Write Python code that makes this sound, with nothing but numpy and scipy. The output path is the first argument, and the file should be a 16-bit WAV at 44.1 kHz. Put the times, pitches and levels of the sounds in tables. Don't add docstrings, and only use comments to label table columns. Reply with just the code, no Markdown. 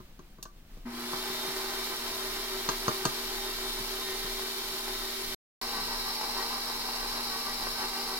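import sys
import numpy as np
from scipy import signal
from scipy.fft import rfft, irfft, next_fast_len
from scipy.io import wavfile
from scipy.ndimage import uniform_filter1d

SR = 44100
rng = np.random.default_rng(int(sys.argv[2]) if len(sys.argv) > 2 else 0)


def file_out(sig):
    cols = np.atleast_2d(sig).T
    lim = np.clip(cols, -1, 1)
    pcm = np.round(lim * 32767).astype(np.int16)
    wavfile.write(sys.argv[1], SR, pcm)


N = 361179
TIME = np.arange(N) / SR
SWITCH_ON_S, FLOUR_END_S, DOUGH_START_S = .851, 5.347, 5.614
# centre_hz, width_hz, lift_db
HOUSING_RESONANCES = [(310, 30, 6), (380, 36, 12), (623, 85, 8.5), (801, 24, 11), (868, 24, 10.5),
                      (940, 33, 6.5), (1030.5, 61, 11), (1204, 110, 6.5), (1323, 17, 8), (1540, 72, 5.5),
                      (1950, 65, 1), (2335, 130, 6), (2740, 34, 13), (3030, 66, 10), (3230, 54, 5),
                      (3813, 72, 5.5), (4074, 44, 11.5), (4460, 150, 1.5), (5160, 130, 3), (5357, 40, 12.5),
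                      (6160, 410, 0), (7760, 320, -4.5)]


def mixer(stiff, run_hz, tight_s, rattle_db, brush_db, easing_db_per_s=.84):
    turns = pinion_turns(run_hz, tight_s)
    throb = mesh_tightness(turns)
    strain_db, _ = shoves()
    easing_db = (1 - stiff) * easing_db_per_s * (TIME - SWITCH_ON_S)
    load_db = rattle_db - 6 * spin_up_lag() + strain_db - easing_db
    friction_db = -22 * spin_up_lag() ** 1.67 + .094 * strain_db
    tones = (gear_mesh(turns, throb, stiff) + armature_whine(turns, stiff)) * undb(1.25 * friction_db)
    tones = at_microphone(tones, undb(-6) * stirred(tones))
    rattle = gear_rattle(turns, throb, stiff) * undb(load_db)
    hiss = brush_hiss(turns, stiff) * undb(brush_db + friction_db)
    return tones + rattle + hiss


def pinion_turns(run_hz, tight_s, start_slow_hz=7.3, governor_s=.148, catch_hz=.12):
    _, lost_hz = shoves()
    made_up_hz = np.interp(TIME - governor_s, TIME, lost_hz)
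    speed_hz = run_hz - start_slow_hz * spin_up_lag() - lost_hz + made_up_hz
    turns = np.cumsum(speed_hz) / SR
    turns -= np.interp(tight_s, TIME, turns)
    return turns - catch_hz * np.cumsum(mesh_tightness(turns)) / SR


def spin_up_lag(decay_s=.17):
    return np.exp(-np.maximum(TIME - SWITCH_ON_S, 0) / decay_s)


def shoves():
    # peak_s, length_s, rattle_db, lost_hz
    lumps = [(1.7, .5, 1, 0), (4.903, 0.15, 2.2, 0), (5.764, 0.15, 2, 0.109), (5.937, .1, .5, .3),
             (6.431, .3, 4, .6), (6.85, 0.19, 0.5, 0), (7.047, 0.074, 0.5, .2), (7.176, 0.19, 2, 0),
             (7.344, .1, -1, 0.74), (7.675, .1, -2.5, .5), (7.837, 0.073, 6, .6), (7.983, .06, 2, 0.22),
             (8.173, 0.072, 0.5, 1)]
    peak_s, length_s, rattle_db, lost_hz = np.transpose(lumps)
    push = np.exp(-(2 * (TIME[:, None] - peak_s) / length_s) ** 2)
    return push @ rattle_db, push @ lost_hz


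def mesh_tightness(turns):
    return np.cos(2 * np.pi * turns / 6)


def gear_mesh(turns, throb, stiff):
    orders = (9, 10, 11, 20, 30, 40, 50)
    # flour_db, dough_db
    levels = [(-61, -68), (-46.5, -56), (-59, -63), (-67, -53), (-65, -52), (-63, -56), (-62, -57)]
    return shaft_tones(turns, orders, np.array(levels)[:, stiff],
                       waver_db=.7 + 1.1 * stiff, wobble_rad=.12 + .9 * stiff,
                       swell_db=lambda order: throb * (order / 6.5 if stiff else 2.8))


def armature_whine(turns, stiff):
    orders = (12, 16, 48, 54, 60, 72, 84, 96, 103, 106, 111, 139)
    # flour_db, dough_db
    levels = [(-63.5, -56), (-64.5, -68), (-55.5, -93), (-57.5, -58), (-61, -70), (-76, -57),
              (-56.5, -60.5), (-46, -75), (-68.5, -53), (-70, -79), (-69, -68), (-63.5, -81)]
    return shaft_tones(turns, orders, np.array(levels)[:, stiff], waver_db=2.3, wobble_rad=.41)


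def shaft_tones(turns, orders, levels, waver_db, wobble_rad, swell_db=lambda order: 0):
    tones = 0
    for order, level_db in zip(orders, levels):
        phase = 2 * np.pi * (order * turns + rng.random()) + wobble_rad * walk(25)
        gain = undb(level_db + waver_db * walk(14) + swell_db(order))
        tones = tones + np.sqrt(2) * gain * np.sin(phase)
    return tones


def gear_rattle(turns, throb, stiff, teeth=10, spread_db=4.5, wear_db=.69, jitter_s=.0004, grind_db=-1):
    # frequency_hz, flour_db, dough_db
    spectra = [(50, -35, -18), (132, -22, -39), (200, -8.5, -4.5), (360, -2, -7.5), (498, 0, 0.5),
               (530, -14.5, -13), (649, -2, -5.5), (890, -1, 1.5), (1100, -1.5, -3), (1390, 1, -3),
               (2150, -0.5, -6), (3220, -14, -15), (8000, -50.5, -20)]
    hits = np.flatnonzero(np.diff(np.floor(teeth * turns)))
    wear = rng.standard_normal(teeth)
    strength, timing, polarity = rng.standard_normal((len(hits), 3)).T
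    force = undb(spread_db * strength + wear_db * wear[np.arange(len(hits)) % teeth])
    landings = np.clip(hits + (jitter_s * SR * timing).astype(int), 0, N - 1)
    blows = np.zeros(N)
    blows[landings] = force * np.sign(polarity)
    drive = unit(blows) + undb(grind_db) * rng.standard_normal(N)
    stereo = at_microphone(drive, rng.standard_normal((2, N)))
    return through_housing(stereo, spectra, stiff) * undb(.9 * throb * (1 + stiff))


def brush_hiss(turns, stiff, flicker_db=.5, echo_s=.0031, echo_db=-10):
    # frequency_hz, flour_db, dough_db
    spectra = [(600, -48, -23.5), (2010, -8, -10.5), (2620, -11.5, -15), (3430, -5, -13.5),
               (3760, -4, -5.5), (4630, 0, -1.5), (5000, -6, -5.5), (5630, -4, -4.5), (6030, -8.5, -14.5),
               (9220, -10, -14), (10160, -4, -11.5), (11450, -11, -9), (13370, -2.5, -12),
               (15100, -10.5, -14.5)]
    pressure = 1 + .097 * np.cos(2 * np.pi * 12 * turns) + .043 * np.cos(2 * np.pi * 2 * turns)
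    rub = rng.standard_normal((3, N)) * pressure * undb(flicker_db * walk(150))
    rub = filtered(rub, lambda hz: 1 + undb(echo_db) * np.exp(-2j * np.pi * hz * echo_s))
    return through_housing(at_microphone(rub[0], rub[1:]), spectra, stiff)


def through_housing(noise, spectra, stiff):
    return unit(colour(noise, np.array(spectra)[:, [0, stiff + 1]], HOUSING_RESONANCES))


def winding_hum(flour_db=-54, dough_db=-52.5, surge_db=-41.5, surge_s=.15):
    phase = 2 * np.pi * 120 * TIME
    hum = undb(-20) * np.sin(phase) + np.sin(2 * phase) + undb(-18) * np.sin(3 * phase)
    surge = undb(surge_db + 1.6 * walk(29.9)) * np.exp(-np.maximum(TIME - SWITCH_ON_S, 0) / surge_s)
    current = undb(np.where(TIME < FLOUR_END_S, flour_db, dough_db)) + surge
    return unit(hum) * current * undb(.97 * walk(19))


def knocks(crack_t60_s=.029, bounce_s=.009, bounce_db=-9.5, room_db=-10, room_t60_s=.24):
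    # start_s, thump_db, ring_db, crack_db, crack_top_hz
    blows = [(.002, -42.5, -48.5, -63, 5000), (.192, -43.5, -48, -56, 6500), (0.385, -45.5, -52, -69, 5000),
             (.427, -61, -51, -30.5, 15300), (0.454, -50, -40.5, -50, 6000), (0.772, -47, -60, -57, 12000),
             (1.133, -39, -31, -53, 5000), (1.3, -41.5, -38, -60, 5000), (1.479, -40, -58, -65, 5000),
             (2.689, -31, -21, -25.5, 6720), (2.8803, -26, -19.5, -28, 6460),
             (3.0531, -24.5, -20.5, -20.5, 10600), (3.8, -39, -63, -76, 5000), (4.244, -40, -62, -72, 5030),
             (7.465, -55, -34.5, -60, 5000), (7.669, -59, -30.5, -52, 5000)]
    # pitch_hz, level_db, t60_s
    modes = [(135.3, -5, 0.11), (203, 1, 0.047), (273, -6, .05), (358, -7, 0.17), (438, -6.5, 0.06),
             (630, -11, .08), (867, -1.5, 0.016), (1015, -3.5, 0.054), (1172, -0.5, .1), (1300, -10, 0.037),
             (1540, -6.5, 0.062), (1830, -8, 0.017), (2340, -22, 0.03), (4320, 5.5, .02), (4730, -6, .025),
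             (5480, -1.5, 0.027), (6160, 1.5, 0.033), (6640, -7, .025)]
    mode_hz, mode_db, t60_s = np.transpose(modes)
    t = np.arange(SR // 4) / SR
    mode_decay, crack_decay = undb(-60 * t / t60_s[:, None]), undb(-60 * t / crack_t60_s)
    track = np.zeros(N + SR)
    for start_s, thump_db, ring_db, crack_db, top_hz in blows:
        ping_db = crack_db - 28 * np.log10(top_hz / 5000)
        blow_db = np.interp(np.log(mode_hz), np.log([300, 900, 1700, 4500]),
                            [thump_db, ring_db, ring_db, ping_db])
        band = signal.butter(2, [.24 * top_hz, top_hz], "band", fs=SR, output="sos")
        for delay_s, contact_db in ((0, 0), (bounce_s, bounce_db)):
            pitch_hz = mode_hz * (1 + .022 * rng.standard_normal(len(modes)))
            weights = undb(mode_db + blow_db) * rng.choice([-1, 1], len(modes))
            ring = weights @ (np.sin(2 * np.pi * pitch_hz[:, None] * t) * mode_decay)
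            crack = unit(signal.sosfilt(band, rng.standard_normal(len(t)))) * crack_decay
            onset = int((start_s + delay_s) * SR)
            track[onset:onset + len(t)] += undb(contact_db) * (ring + undb(crack_db - 3) * crack)
    direct = signal.sosfilt(signal.butter(2, 120, "high", fs=SR, output="sos"), track[:N])
    near = at_microphone(direct, reflections(direct, t60_s=.02), diffuse_hz=1700)
    return near + undb(room_db) * reflections(direct, room_t60_s)


def dough_groan(start_s=5.7, end_s=5.93, from_hz=225, to_hz=170, level_db=-50):
    progress = np.clip((TIME - start_s) / (end_s - start_s), 0, 1)
    phase = 2 * np.pi * np.cumsum(from_hz + (to_hz - from_hz) * progress) / SR + walk(64)
    return undb(level_db + 2 * walk(46.15)) * np.sin(np.pi * progress) * np.sin(phase)


def dough_squeaks(level_db=-54, pitches_hz=(850, 1010), wander=.05, rough_rad=.75, patchy_db=4.5):
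    squeaks = 0
    for hz in pitches_hz:
        phase = 2 * np.pi * np.cumsum(hz * (1 + wander * walk(16))) / SR + rough_rad * walk(220)
        squeaks = squeaks + np.sin(phase) * undb(patchy_db * walk(28))
    strain_db, _ = shoves()
    squeaks = unit(squeaks) * undb(level_db + 2.4 * strain_db) * (TIME > DOUGH_START_S)
    return at_microphone(squeaks, stirred(squeaks))


def kitchen(room_db=-55, drone_hz=28.6, drone_db=-55):
    # frequency_hz, level_db
    spectrum = [(15, 3.5), (28, 8.5), (45, -1.5), (70, -8), (140, -7.5), (250, -10), (500, -20),
                (1500, -23.5), (4000, -24.5), (8000, -33), (15000, -26)]
    air = rng.standard_normal((3, N))
    phase = 2 * np.pi * drone_hz * TIME + .5 * walk(4.5)
    drone = np.sqrt(2) * np.sin(phase) * undb(drone_db + 3.4 * walk(6.7))
    room_tone = unit(colour(at_microphone(air[0], air[1:]), spectrum))
    return room_tone * undb(room_db + 2.3 * walk(13)) + drone


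def at_microphone(direct, scattered, left_lag_s=.000099, diffuse_hz=1000):
    share = lambda hz: .78 / (1 + (diffuse_hz / hz) ** 2)
    lag_s = np.array([[left_lag_s], [0]])
    straight = filtered(direct, lambda hz: np.sqrt(1 - share(hz)) * np.exp(-2j * np.pi * hz * lag_s))
    return straight + filtered(scattered, lambda hz: np.sqrt(share(hz)))


def stirred(tones):
    analytic = signal.hilbert(tones, next_fast_len(N))[:N]
    return np.array([np.real(analytic * np.exp(1j * (side * np.pi / 2 + walk(6)))) for side in (-1, 1)])


def reflections(sound, t60_s):
    t = np.arange(SR // 2) / SR
    tail = rng.standard_normal((2, len(t))) * undb(-60 * t / t60_s)
    tail /= np.sqrt(np.sum(tail ** 2, axis=1, keepdims=True))
    return signal.fftconvolve(sound[None], tail, axes=1)[:, :N]


def colour(sound, spectrum, resonances=()):
    points_hz, points_db = np.transpose(spectrum)

    def response(hz):
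        peaks_db = sum(lift / (1 + (2 * (hz - centre) / width) ** 2) for centre, width, lift in resonances)
        return undb(np.interp(np.log(hz), np.log(points_hz), points_db) + peaks_db)
    return filtered(sound, response)


def filtered(sound, response):
    size = next_fast_len(N + 8192)
    hz = np.fft.rfftfreq(size, 1 / SR) + 1e-3
    return irfft(rfft(sound, size) * response(hz), size)[..., :N]


def walk(rate_hz):
    hold = max(int(SR / rate_hz), 2)
    steps = np.repeat(rng.standard_normal(N // hold + 1), hold)
    return 1.48 * uniform_filter1d(uniform_filter1d(steps, hold), hold)[:N]


def undb(db):
    return 10 ** (np.asarray(db) / 20)


def unit(sound):
    return sound / np.sqrt(np.mean(sound ** 2))


def scene():
    in_flour = mixer(stiff=0, run_hz=38.33, tight_s=3.018, rattle_db=-41, brush_db=-35.5)
    in_dough = mixer(stiff=1, run_hz=38.42, tight_s=5.776, rattle_db=-43.5, brush_db=-34.5)
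    switched_on = np.clip((TIME - SWITCH_ON_S) / .01, 0, 1)
    machine = (np.where(TIME < FLOUR_END_S, in_flour, in_dough) + winding_hum()) * switched_on
    audible = (TIME < FLOUR_END_S) | (TIME > DOUGH_START_S)
    return (machine + knocks() + dough_groan() + dough_squeaks() + kitchen()) * audible


def record(dry):
    # frequency_hz, gain_db
    shade = [(1000, 1.5), (5400, 0.5), (8400, 0.5), (10000, -10.5), (12000, -11.5), (13700, -19.5),
             (15500, -9)]
    stereo = np.array([colour(dry[0], shade), dry[1]])
    return signal.sosfilt(signal.ellip(10, .2, 70, 15900, fs=SR, output="sos"), stereo)


dry = scene()
out = record(dry)
file_out(out)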